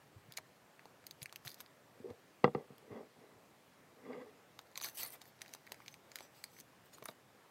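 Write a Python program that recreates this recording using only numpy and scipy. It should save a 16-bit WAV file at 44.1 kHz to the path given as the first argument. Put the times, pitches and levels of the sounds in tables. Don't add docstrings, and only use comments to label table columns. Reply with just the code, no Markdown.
import sys
import numpy as np
from scipy import signal
from scipy.fft import rfft, irfft, next_fast_len
from scipy.io import wavfile
from scipy.ndimage import uniform_filter1d, map_coordinates

SR = 44100
rng = np.random.default_rng(int(sys.argv[2]) if len(sys.argv) > 2 else 0)


def materialize(psi):
    bounded = np.clip(np.atleast_2d(psi).T, -1, 1)
    quanta = np.round(bounded * 32767).astype(np.int16)
    wavfile.write(sys.argv[1], SR, quanta)


def magnitude_from_level(level_db):
    exponent = np.asarray(level_db, float) / 20
    return 10 ** exponent


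N = 330750

# (ring life [s], ring pitches [Hz])
PANELS = [
    (0.00029, [2103, 2164]),
    (0.00014, [3290, 3930, 4500, 4800]),
    (0.00035, [6020, 6700, 6820, 8110]),
    (0.00032, [9210, 10500, 11430, 12870, 14020, 15960]),
]
PANEL_DB = [-7.5, 1, -2.5, 2.5]
# (time [s], peak level [dB], brightness [dB per panel size], own pitch [Hz])
SHOWING_CREASES = [(.323, -44.5, 2.5, 4240), (.3389, -47.5, -4, 4440), (.3744, -36, -3.5, 6700),
                   (.381, -40, -12, 2320), (.386, -47.5, -1, 1510), (.7948, -46.5, -11, 1950),
                   (.8565, -45, -6, 716), (1.0422, -54.5, -5, 1420), (1.0681, -39, 2, 4620),
                   (1.1112, -38, 0, 4500), (1.22, -42, -11, 4260), (1.2298, -34, 0, 9440),
                   (1.2594, -35, -7, 2238), (1.2958, -50, -6, 2990), (1.3269, -44.5, -1.5, 1090),
                   (1.3602, -39.5, -2, 2930), (1.4512, -49, .1, 1640), (1.4616, -43, 6, 4500),
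                   (1.474, -39, -18, 4000), (1.479, -34.5, -1, 3880), (1.495, -48, 2, 4600),
                   (1.504, -51, 6, 4760), (1.517, -46, 2, 4260), (1.5243, -53, 3, 10500),
                   (1.5445, -43, 4, 4300), (1.605, -42, 0, 1240), (1.6101, -43, -2, 12300),
                   (1.6626, -50, -8, 4070), (2.1041, -51, -6, 710), (2.7825, -52, 4.5, 3400)]
# (time [s], peak level [dB], brightness [dB per panel size], own pitch [Hz])
OPENING_CREASES = [(4.5925, -42.5, -24, 1110), (4.592, -40.5, -2, 4060), (4.7577, -43.5, -4.5, 2070),
                   (4.7765, -32.5, -4.5, 6000), (4.8016, -43, -7, 4430), (4.815, -38, 0, 1210),
                   (4.824, -39, 5, 6200), (4.8298, -39, 0, 6200), (4.838, -37, -2, 6130),
                   (4.8443, -35, -6, 4400), (4.8462, -33.5, 0.5, 2020), (4.888, -42.5, 0.5, 2050),
                   (4.947, -53, 6, 12000), (4.957, -49, 7, 6160), (4.973, -37.5, 6, 2040),
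                   (5.033, -28, 14, 13300), (5.063, -41.5, 1.5, 4450), (5.0839, -47, 6, 12600),
                   (5.105, -43, 12, 12700), (5.123, -47, 4, 12900), (5.2175, -44.5, 1, 4000),
                   (5.24, -58, 6, 12500), (5.256, -55.5, -2, 1880), (5.4107, -52, -3, 2010),
                   (5.4183, -36, -5, 5800), (5.4513, -55, -12, 2000), (5.462, -49, -5, 1880),
                   (5.481, -51, 0.5, 4500), (5.538, -38.5, -1, 6070), (5.55, -44.5, -1, 1120)]
# (time [s], peak level [dB], brightness [dB per panel size], own pitch [Hz])
EMPTYING_CREASES = [(5.669, -50.5, -5.5, 1900), (5.675, -46.5, -11, 1940), (5.721, -39.5, -1.5, 2000),
                    (5.7208, -41, -1.5, 770), (5.695, -58, -4, 1950), (5.7447, -50, -2.5, 2020),
                    (5.804, -47.5, -13, 1120), (5.8624, -50, -4.5, 2150), (5.882, -34.5, -6.5, 4250),
                    (5.942, -48, -2, 2200), (6.118, -46, -5, 6300), (6.121, -55, -8, 1930),
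                    (6.158, -35, 0.6, 1860), (6.1686, -53, .1, 2450), (6.188, -45, -2.5, 2040),
                    (6.2076, -41.5, -5, 740), (6.4408, -39.5, -0.5, 2030), (6.589, -52, -1.5, 2020),
                    (6.602, -46.5, 0, 6160), (6.609, -49.5, -1, 5930), (6.9846, -49, -7, 1210),
                    (7.026, -46, -5, 800), (7.04, -45, 4, 11900), (7.0585, -37, -10, 1230),
                    (7.057, -34.5, 8, 9400), (7.0863, -42.5, -2, 4000), (7.0883, -39, -10, 1290),
                    (7.093, -44, -19, 700), (7.1133, -53, -3.5, 734)]
# (time [s], peak level [dB], brightness [dB per panel size], own pitch [Hz])
MORE_CREASES = [(1.4674, -52, 0, 4770), (1.4912, -46.5, 3, 3140), (1.5127, -55, 0, 4500), (1.531, -55, 1, 3530),
                (1.587, -58, 6, 13500), (4.615, -60, 2.5, 5470), (4.671, -64, -1.5, 4030), (4.716, -62, -1, 6300),
                (4.727, -61, -4, 4500), (4.765, -46.5, -10.5, 1010), (4.8125, -40, -6, 4400),
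                (4.835, -51, -4, 6170), (4.8543, -37, -7.5, 4230), (4.8605, -43, 8, 6160),
                (4.8976, -47, 1.5, 6190), (4.9321, -56, 8, 11350), (4.9368, -57, 9, 11950),
                (4.9505, -49, 8, 14600), (4.9856, -36, 7, 8300), (4.9973, -42, 5, 13900), (5.0083, -41, 5, 12200),
                (5.03, -48, -4, 4100), (5.0372, -46, 4, 8400), (5.0497, -36, 8, 12430), (5.0749, -43, 8, 13100),
                (5.1418, -53, 10, 13160), (5.1464, -49, 6, 14800), (5.213, -57, -12, 2000), (5.366, -65, 6, 12000),
                (0.375, -38.5, 0, 3060), (5.392, -58, -2, 4500), (5.493, -55, -2, 2000), (5.533, -58, 2, 6060),
                (5.667, -56, -3, 14000), (6.1992, -60, 0, 6100), (6.4516, -57, -3, 4770), (6.567, -53, -14, 2000),
                (1.207, -61, 1, 10500), (1.2165, -57, -7, 8000), (.3715, -38.5, 1, 5230), (7.0265, -49, -9, 2480),
                (7.081, -57, 3, 7000), (7.0285, -47, -14, 900), (7.092, -46, -16, 1290)]
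# (frequency [Hz], level [dB per Hz])
FOIL_BODY = [(1800, -44), (2600, -1), (3400, 0), (4300, -1.5), (4950, 2.5), (5500, -2), (6100, -1),
             (6600, -9.5), (7300, -3), (8000, -26)]
# (frequency [Hz], level [dB per Hz])
FOIL_SIZZLE = [(7000, -48), (7550, -17), (8050, -2.5), (8700, -12), (9900, -8.5), (11000, -8),
               (13300, -2.5), (14800, -7.5), (15700, -6.5), (16200, -41.5)]
# (frequency [Hz], level [dB per Hz])
FOIL_RASP = [(400, -3.5), (700, 5.5), (1200, 1), (2000, -0.5), (2500, -2), (3000, -47)]
# (frequency [Hz], width [Hz], share lost [0 to 1])
SHADOWS = [
    (5530, 210, 0.38),
    (7440, 400, 0.37),
    (16200, 700, 0.55),
]
# (peak time [s], rise [s], fall [s], level [dB], brightness [dB])
RUBS = [(.31, 0.034, 0.077, -74, -15), (.385, 0.012, 0.01, -57.5, -21), (1.222, 0.01, 0.027, -57, 0),
        (1.452, 0.012, 0.17, -59.5, -5.5), (1.495, 0.12, 0.13, -65.5, 0), (1.61, 0.091, .05, -65, -3),
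        (5.22, 0.022, .025, -62, -6), (5.28, 0.098, 0.059, -68.5, 1), (5.43, 0.11, .3, -69.5, -7),
        (5.54, 0.29, 0.16, -68.5, -4), (5.73, 0.34, 0.39, -74, -7), (5.92, 0.97, 0.14, -74.5, 0),
        (6.17, 0.051, 0.13, -64, -7), (6.25, 0.38, .05, -66.5, -3), (6.37, 0.15, 0.37, -69.5, -2),
        (6.455, 0.074, .05, -72, -5), (6.54, .1, 0.18, -75, 5), (6.605, 0.094, .018, -63.5, 1.5),
        (6.86, .04, .06, -73.5, 3), (6.931, .008, 0.094, -64, -3), (6.954, 0.087, 0.012, -77, -6),
        (6.985, 0.073, .04, -74, 5), (7.095, 0.035, 0.065, -69, 5)]
# (peak time [s], rise [s], fall [s], level [dB], brightness [dB])
TEAR_SURGES = [(4.78, 0.041, 0.074, -61, 1), (4.846, 0.011, 0.11, -50.5, 2),
               (4.885, 0.057, 0.041, -56.5, 5.5), (4.948, .008, .2, -64, 7), (4.975, .012, .1, -52.5, 6),
               (4.999, 0.063, 0.15, -50, 6), (5.03, 0.074, 0.2, -58.5, -4.5), (5.07, .1, 0.05, -63.5, 12.5),
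               (5.13, .04, 0.072, -60, 4.5), (5.159, 0.15, 0.015, -63.5, -4.5)]
# (peak time [s], rise [s], fall [s], level [dB], pitch [Hz])
TAUT_PANELS = [(1.456, .015, .09, -65, 6500), (1.548, .02, 0.037, -74, 6400),
               (1.606, 0.025, .03, -75, 7040), (4.83, 0.027, 0.06, -47.5, 6150),
               (4.85, 0.028, 0.069, -49, 4260), (4.86, 0.046, 0.083, -53, 6150),
               (4.955, 0.03, .04, -60, 5960), (4.985, 0.041, .08, -62, 8250),
               (5.025, 0.079, 0.1, -51, 4500), (5.03, .1, 0.11, -54, 4040), (1.5, 0.12, .15, -66, 4910),
               (1.53, .15, .06, -77, 6500), (5.065, .04, 0.15, -57.5, 9000), (5.155, .05, 0.021, -61, 2280),
               (5.28, 0.09, 0.053, -74, 4500), (5.28, .08, .06, -72, 14030), (5.82, 0.078, .03, -66, 2100),
               (5.925, 0.029, 0.067, -64, 6200), (6.24, 0.083, .08, -67.5, 5950),
               (6.4, .25, 0.11, -75.5, 7960), (6.46, .03, 0.047, -66, 4500), (6.59, 0.16, .05, -68, 6060),
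               (6.945, 0.025, 0.024, -57.5, 6800), (6.942, 0.038, 0.058, -66, 8800),
               (6.95, 0.038, 0.024, -63.5, 4150), (7.095, 0.039, 0.023, -61, 3690),
               (6.23, .1, .06, -67, 7840), (6.56, .15, 0.092, -73, 7930), (4.87, 0.044, 0.036, -56, 1463),
               (5.03, 0.11, 0.11, -55.5, 2180)]
# (time [s], peak level [dB], pitch [Hz])
FACETS = [(.3744, -54, 13300), (1.0685, -54, 9500), (1.0681, -51, 12000), (1.2298, -45, 10720),
          (1.2576, -50, 8660), (1.3602, -57, 9800), (1.36, -48, 12200), (4.591, -58, 3900),
          (4.7766, -49.5, 11540), (4.7769, -44, 13200), (4.778, -49, 1100), (5.4188, -50, 10740),
          (5.4188, -52, 13970), (5.883, -50.5, 6180), (6.158, -44, 4800), (6.157, -47, 12700),
          (6.4405, -40, 4770), (6.4408, -47.5, 10700), (5.065, -48, 8950), (5.038, -41, 12600),
          (1.504, -49, 4740), (1.504, -52, 13500), (4.132, -49, 2050), (4.131, -61, 4700),
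          (4.052, -54, 1960), (1.0683, -51, 14000), (1.23, -46, 6900), (4.7567, -44, 4150),
          (4.757, -50, 7000), (4.838, -39, 13300), (4.8445, -42, 12300), (6.4406, -41, 4170),
          (6.4408, -45, 8030), (7.087, -43, 3840), (7.0872, -51, 14400), (7.0876, -44, 584),
          (2.5481, -54.5, 4380), (5.7212, -46, 6400)]
# (pitch [Hz], level [dB], time to fade by 60 dB [s])
TABLE_RINGS = [(153, 1, 0.063), (212, 2, 0.028), (249, 0, 0.059), (335, -3.5, 0.023), (428, 3, 0.035),
               (478, -2, 0.05), (590, -9, 0.048), (617, -24.5, 0.0489), (768, -2.5, 0.03), (920, -7, 0.019),
               (1060, -10, 0.01), (1210, -1, 0.015), (1335, -17.5, 0.035), (1580, -13, 0.023),
               (1984, -4.5, 0.014), (2810, -15.5, 0.018), (3370, -35, 0.092), (4890, -8.5, 0.0064),
               (6150, -18, 0.0077), (8250, -13.5, 0.0038)]
# (time [s], force [dB], contact hardness [Hz])
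KNOCKS = [(2.438, -38, 710), (2.4428, -16.5, 3000), (2.4465, -35.5, 1300), (2.458, -41, 590),
          (2.478, -29.5, 1100), (2.5489, -36, 2970), (2.551, -25, 680), (2.565, -53, 600),
          (2.703, -40, 249), (2.001, -40, 296), (7.023, -48, 900), (7.089, -48.5, 1500)]
# (peak time [s], rise [s], fall [s], level [dB], brightness [dB])
SLIDE_SURGES = [(2.07, 0.15, .06, -53.5, -32), (2.102, 0.056, 0.064, -45, -22),
                (2.452, 0.0072, 0.062, -44, -2), (2.48, .006, 0.047, -54, -6),
                (2.556, 0.0072, 0.026, -56, 3), (2.58, 0.074, 0.13, -46, -17),
                (2.72, 0.085, 0.17, -61.5, -13), (2.915, 0.053, 0.24, -48, -13.5),
                (2.97, 0.17, 0.13, -47.5, -12), (3.01, 0.36, 0.11, -50, -22),
                (3.24, 0.19, 0.22, -60.5, -12), (3.32, .1, 0.078, -65, -4.5), (4.02, 0.3, .1, -63.5, -10),
                (4.062, 0.038, 0.14, -52.5, -8.5), (4.105, 0.14, 0.39, -47, -17),
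                (4.145, 0.27, 0.14, -50, -6.5), (4.225, 0.28, 0.054, -55, -4.5),
                (4.285, .1, 0.076, -64, -4)]
# (peak time [s], rise [s], fall [s], level [dB], pitch [Hz])
CHATTER = [
    (2.1, .09, .09, -47, 490),
    (4.105, .12, .22, -47, 255),
    (4.143, .04, .12, -48, 420),
    (4.232, .3, .04, -49, 500),
    (4.285, .05, .05, -60, 430),
]
# (time [s], peak level [dB], pitch [Hz])
THUMPS = [(0.159, -40.5, 101), (0.282, -50, 131), (1.218, -44.5, 125), (1.455, -44, 130), (2.043, -34, 420),
          (2.056, -36.5, 406), (6.601, -57, 209), (2.1, -45, 104), (2.909, -46, 115), (2.4436, -25, 425),
          (2.4446, -36, 232), (2.5635, -35, 392)]
# (frequency [Hz], time to fade by 60 dB [s])
ROOM_FADE = [(200, 0.13), (2000, 0.034), (12000, 0.043)]
# (frequency [Hz], level [dB per Hz])
AIR_COLOUR = [(15, -75), (25, -30), (117, 1), (231, -4), (279, -3), (311, -4.5), (420, -4.5), (536, -4),
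              (742, -6), (1240, -9), (1590, -12), (1720, -10.5), (3390, -18.5), (9200, -24.5),
              (9900, -29.5), (10600, -24.5), (12800, -26), (15850, -28.5), (16050, -47.5)]

FADE_DB = 33.5


def snaps():
    own_db = 7
    out, t = np.zeros(N + SR), np.arange(660) / SR
    strain = np.zeros(N)
    creases = SHOWING_CREASES + OPENING_CREASES + EMPTYING_CREASES + MORE_CREASES
    chance = rng.random((len(creases), len(PANELS), 6, 4))
    for (s, peak_db, bright_db, own_hz), draw in zip(creases, chance):
        lean_db = bright_db * np.arange(len(PANELS)) + PANEL_DB
        own = np.searchsorted([3200, 5500, 8600], own_hz)
        lean_db[own] += own_db
        levels = peak_db + lean_db - lean_db.max()
        strain[round(s * SR)] = magnitude_from_level(levels[1:].max() - 22.5)
        for k, (db, (life, pitches), rings) in enumerate(zip(levels, PANELS, draw)):
            bend, strength, phase, late = rings[:len(pitches)].T[..., None]
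            hz = np.array(pitches)[:, None] * (1 + 0.075 * (bend - .5))
            if k == own:
                hz[0], strength[0] = own_hz, 0
                strength[1:] += 0.44 * (own_hz < 1600)
            u = np.maximum(t - 0.0008 * late, 0) / life
            swing = np.sin(2 * np.pi * (hz * t + phase))
            flick = np.sum(magnitude_from_level(-13 * strength) * u ** 2 * np.exp(-u) * swing, axis=0)
            out[round((s - .0013) * SR):][:len(t)] += magnitude_from_level(db + 2.0) * flick / abs(flick).max()
    swell = signal.oaconvolve(strain, np.exp(-abs(t - t.mean()) / 0.0031), "same")
    creep = unit(filtered(grit(9000, spread_db=5, clump_db=3), creep_colour))
    return filtered(out[:N], lambda hz: table_mirror(hz) * hand_shadow(hz)) + swell * creep


def creep_colour(hz):
    seam_hz, width_hz, seam_db = 6280, 140, 9
    seam = magnitude_from_level(seam_db) / (1 + (2 * (hz - seam_hz) / width_hz) ** 2)
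    total = magnitude_from_level(along(FOIL_BODY, hz)) + seam + magnitude_from_level(along(FOIL_SIZZLE, hz) - 2.5)
    return total / (1 + (4500 / (hz + 1)) ** 6)


def table_mirror(hz):
    delay_s, gain, blur_hz = 0.000468, 0.076, 10800
    bounce = gain * np.exp(-2j * np.pi * hz * delay_s) / (1 + (hz / blur_hz) ** 4)
    return 0.94 + bounce / (1 + (2300 / (hz + 1)) ** 4)


def hand_shadow(hz):
    dips = [1 - min(share, 1) / (1 + ((hz - c_hz) / w_hz) ** 2) for c_hz, w_hz, share in SHADOWS]
    return np.prod(dips, axis=0)


def rustle():
    rasp_lean = 0.87
    rub_rasp_db, tear_rasp_db = -5, 0
    leans = [0, 1, -rasp_lean]
    rub_gains = strokes(RUBS, leans, [0, 0, rub_rasp_db])
    tear_gains = strokes(TEAR_SURGES, leans, [0, 0, tear_rasp_db])
    gains = np.maximum(rub_gains, tear_gains)
    shared = 0.53 * unit(grit(3000, spread_db=1.5, clump_db=1.0))
    layers = []
    for colour in (FOIL_BODY, FOIL_SIZZLE, FOIL_RASP):
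        own_slips = unit(grit(7000, spread_db=2.5, clump_db=2.5))
        slips = patchy(shared + own_slips, 2, 7, 5)
        layers.append(unit(filtered(slips, lambda hz: magnitude_from_level(along(colour, hz)))))
    return np.sum(gains * layers, axis=0)


def taut_foil():
    return pitched_slips(TAUT_PANELS, width_hz=240, clump_db=3.0, tone=0)


def facets():
    out, t = np.zeros(N), np.arange(300) / SR
    u = t / 0.00067
    for s, db, hz in FACETS:
        ring = u ** 2 * np.exp(-u) * np.sin(2 * np.pi * hz * t)
        out[round((s - .0009) * SR):][:len(t)] += magnitude_from_level(db + 5.3) * ring
    return out


def glass():
    force = np.zeros(N)
    t = np.arange(900) / SR
    for s, db, hard_hz in KNOCKS:
        u = 2 * np.pi * hard_hz * t
        push = u ** 2 * np.exp(-u)
        force[round(s * SR):][:len(t)] += magnitude_from_level(db) * push / push.sum()
    return filtered(force, lambda hz: table_response(hz, damp=0.75, tilt_db=2.5))


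def table_response(hz, damp, tilt_db):
    total = 0
    for k, (centre, db, t60) in enumerate(TABLE_RINGS):
        width = damp * np.log(1000) / (np.pi * t60)
        side = (-1) ** min(k, 17) if centre > 1000 else 1
        strength = side * magnitude_from_level(db + tilt_db * np.log2(centre / 500))
        total = total + strength * centre / (centre ** 2 - hz ** 2 + 1j * hz * width)
    radiation = (1j * hz / (100 + 1j * hz)) ** 5
    lag = np.exp(-2j * np.pi * 0.021 * np.sqrt(hz))
    earlier = np.exp(2j * np.pi * hz * 0.00024)
    return total * radiation * lag * earlier * SR / (2 * np.pi)


def slide():
    dull, bright = strokes(SLIDE_SURGES, [0, 1], [0, 0])

    def low_colour(hz):
        ring = table_response(hz, damp=1.0, tilt_db=-0.5)
        return ring / (1 + (hz / 800) ** 4) / (1 + (215 / (hz + 1)) ** 4)

    def high_colour(hz):
        rim = 1
        for c_hz, w_hz, gain in ((2040, 72, 0.0), (2700, 380, -.5), (3400, 43, 1.5)):
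            rim = rim + gain / (1 + ((hz - c_hz) / w_hz) ** 2)
        ring = table_response(hz, damp=0.75, tilt_db=2.5) * rim
        return ring / (1 + (900 / (hz + 1)) ** 6) / (1 + (hz / 4000) ** 8)

    low = filtered(grit(700, spread_db=1.0, clump_db=-2.0), low_colour)
    high = filtered(grit(1500, spread_db=-1.5, clump_db=1.5), high_colour)
    return dull * steady(low) + bright * steady(high)


def chatter():
    return pitched_slips(CHATTER, width_hz=37, clump_db=4.0, tone=4)


def thumps():
    out, t = np.zeros(N), np.arange(4000) / SR
    for s, db, hz in THUMPS:
        u = t * np.sqrt(hz) / 0.065
        out[round(s * SR):][:len(t)] += magnitude_from_level(db + 4.5) * u * np.exp(-u) * np.sin(2 * np.pi * hz * t)
    return out


def room(x):
    out, hop = np.zeros(N + SR), SR // 5
    for start in range(0, N, hop):
        hz, t, z = signal.stft(rng.standard_normal(hop), SR, nperseg=128)
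        fade = magnitude_from_level(-60 * t / along(ROOM_FADE, hz)[:, None])
        tail = signal.istft(z * fade, SR, nperseg=128)[1]
        wet = signal.fftconvolve(x[start:start + hop], tail / np.linalg.norm(tail))
        out[start + 40:][:len(wet)] += wet
    return out[:N]


def air():
    noise = patchy(rng.standard_normal(N), 1.2, 6, 14)
    return magnitude_from_level(-65) * unit(filtered(noise, lambda hz: magnitude_from_level(along(AIR_COLOUR, hz))))


def grit(rate, spread_db, clump_db):
    hit = rng.random(N) < rate / SR
    size_db = spread_db * np.minimum(rng.exponential(size=N), 3)
    size = magnitude_from_level(size_db) * np.sign(rng.standard_normal(N))
    clumps = map_coordinates(rng.standard_normal(N // 150 + 4), [np.arange(N) / 150])
    return hit * size * magnitude_from_level(clump_db * clumps)


def pitched_slips(rows, width_hz, clump_db, tone):
    out, t = np.zeros(N), np.arange(N) / SR
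    slips = grit(4000, spread_db=3.5, clump_db=clump_db)
    slips = filtered(slips, lambda hz: 1 / (1 + (hz / width_hz) ** 3))
    slips = unit(tone + steady(slips))
    for k, (s, rise, fall, db, hz) in enumerate(rows):
        i = slice(round((s - 3 * rise) * SR), round((s + 3 * fall) * SR))
        away = np.maximum((s - t[i]) / max(rise, .002), (t[i] - s) / max(fall, .002))
        rough = np.roll(slips, 9001 * k)[i]
        out[i] += magnitude_from_level(db - FADE_DB * away + 3) * rough * np.sin(2 * np.pi * hz * t[i])
    return out


def strokes(rows, leans, offsets_db):
    gains = np.zeros((len(leans), N))
    for s, rise, fall, db, bright_db in rows:
        i = np.arange(max(round((s - 3 * rise) * SR), 0), min(round((s + 3 * fall) * SR), N))
        t = i / SR - s
        level_db = db - FADE_DB * np.maximum(-t / max(rise, .002), t / max(fall, .002))
        layer_db = (bright_db * np.array(leans) + offsets_db)[:, None]
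        gains[:, i] = np.maximum(gains[:, i], magnitude_from_level(level_db + layer_db))
    return uniform_filter1d(gains, size=131, axis=1)


def patchy(x, depth_db, bins, frames):
    z = signal.stft(x, nperseg=512)[2]
    field = uniform_filter1d(rng.standard_normal(z.shape), bins, axis=0)
    field = uniform_filter1d(field, frames, axis=1)
    return signal.istft(z * magnitude_from_level(depth_db * unit(field)), nperseg=512)[1][:N]


def steady(x):
    return x / np.sqrt(abs(uniform_filter1d(x ** 2, size=2205)) + 1e-20)


def filtered(x, response):
    m = next_fast_len(N + SR // 4)
    return irfft(rfft(x, m) * response(np.fft.rfftfreq(m, 1 / SR)), m)[..., :N]


def along(points, hz):
    f, v = np.transpose(points)
    return np.interp(np.log(hz + 1), np.log(f + 1), v)


def unit(x):
    return x / np.sqrt(np.mean(x ** 2) + 1e-20)


def scene():
    foil = snaps() + rustle() + taut_foil() + facets()
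    table = filtered(glass() + thumps(), lambda hz: (1j * hz / (45 + 1j * hz)) ** 2)
    scrape = slide()
    echoes = room(magnitude_from_level(-8.5) * foil + magnitude_from_level(-10.0) * table)
    return (foil + table + scrape + echoes + air() + chatter())[None]


def roll_off(x):
    return signal.sosfilt(signal.butter(12, 16490, fs=SR, output="sos"), x)


def record(dry):
    limit = 0.35

    def microphone(hz):
        return (1j * hz / (60 + 1j * hz)) ** 2 / (1 + (hz / 15900) ** 60) ** .5

    heard = filtered(dry, microphone)
    mix = heard / (1 + abs(heard / limit) ** 4) ** .25
    return roll_off(mix)


dry = scene()
out = record(dry)
materialize(out)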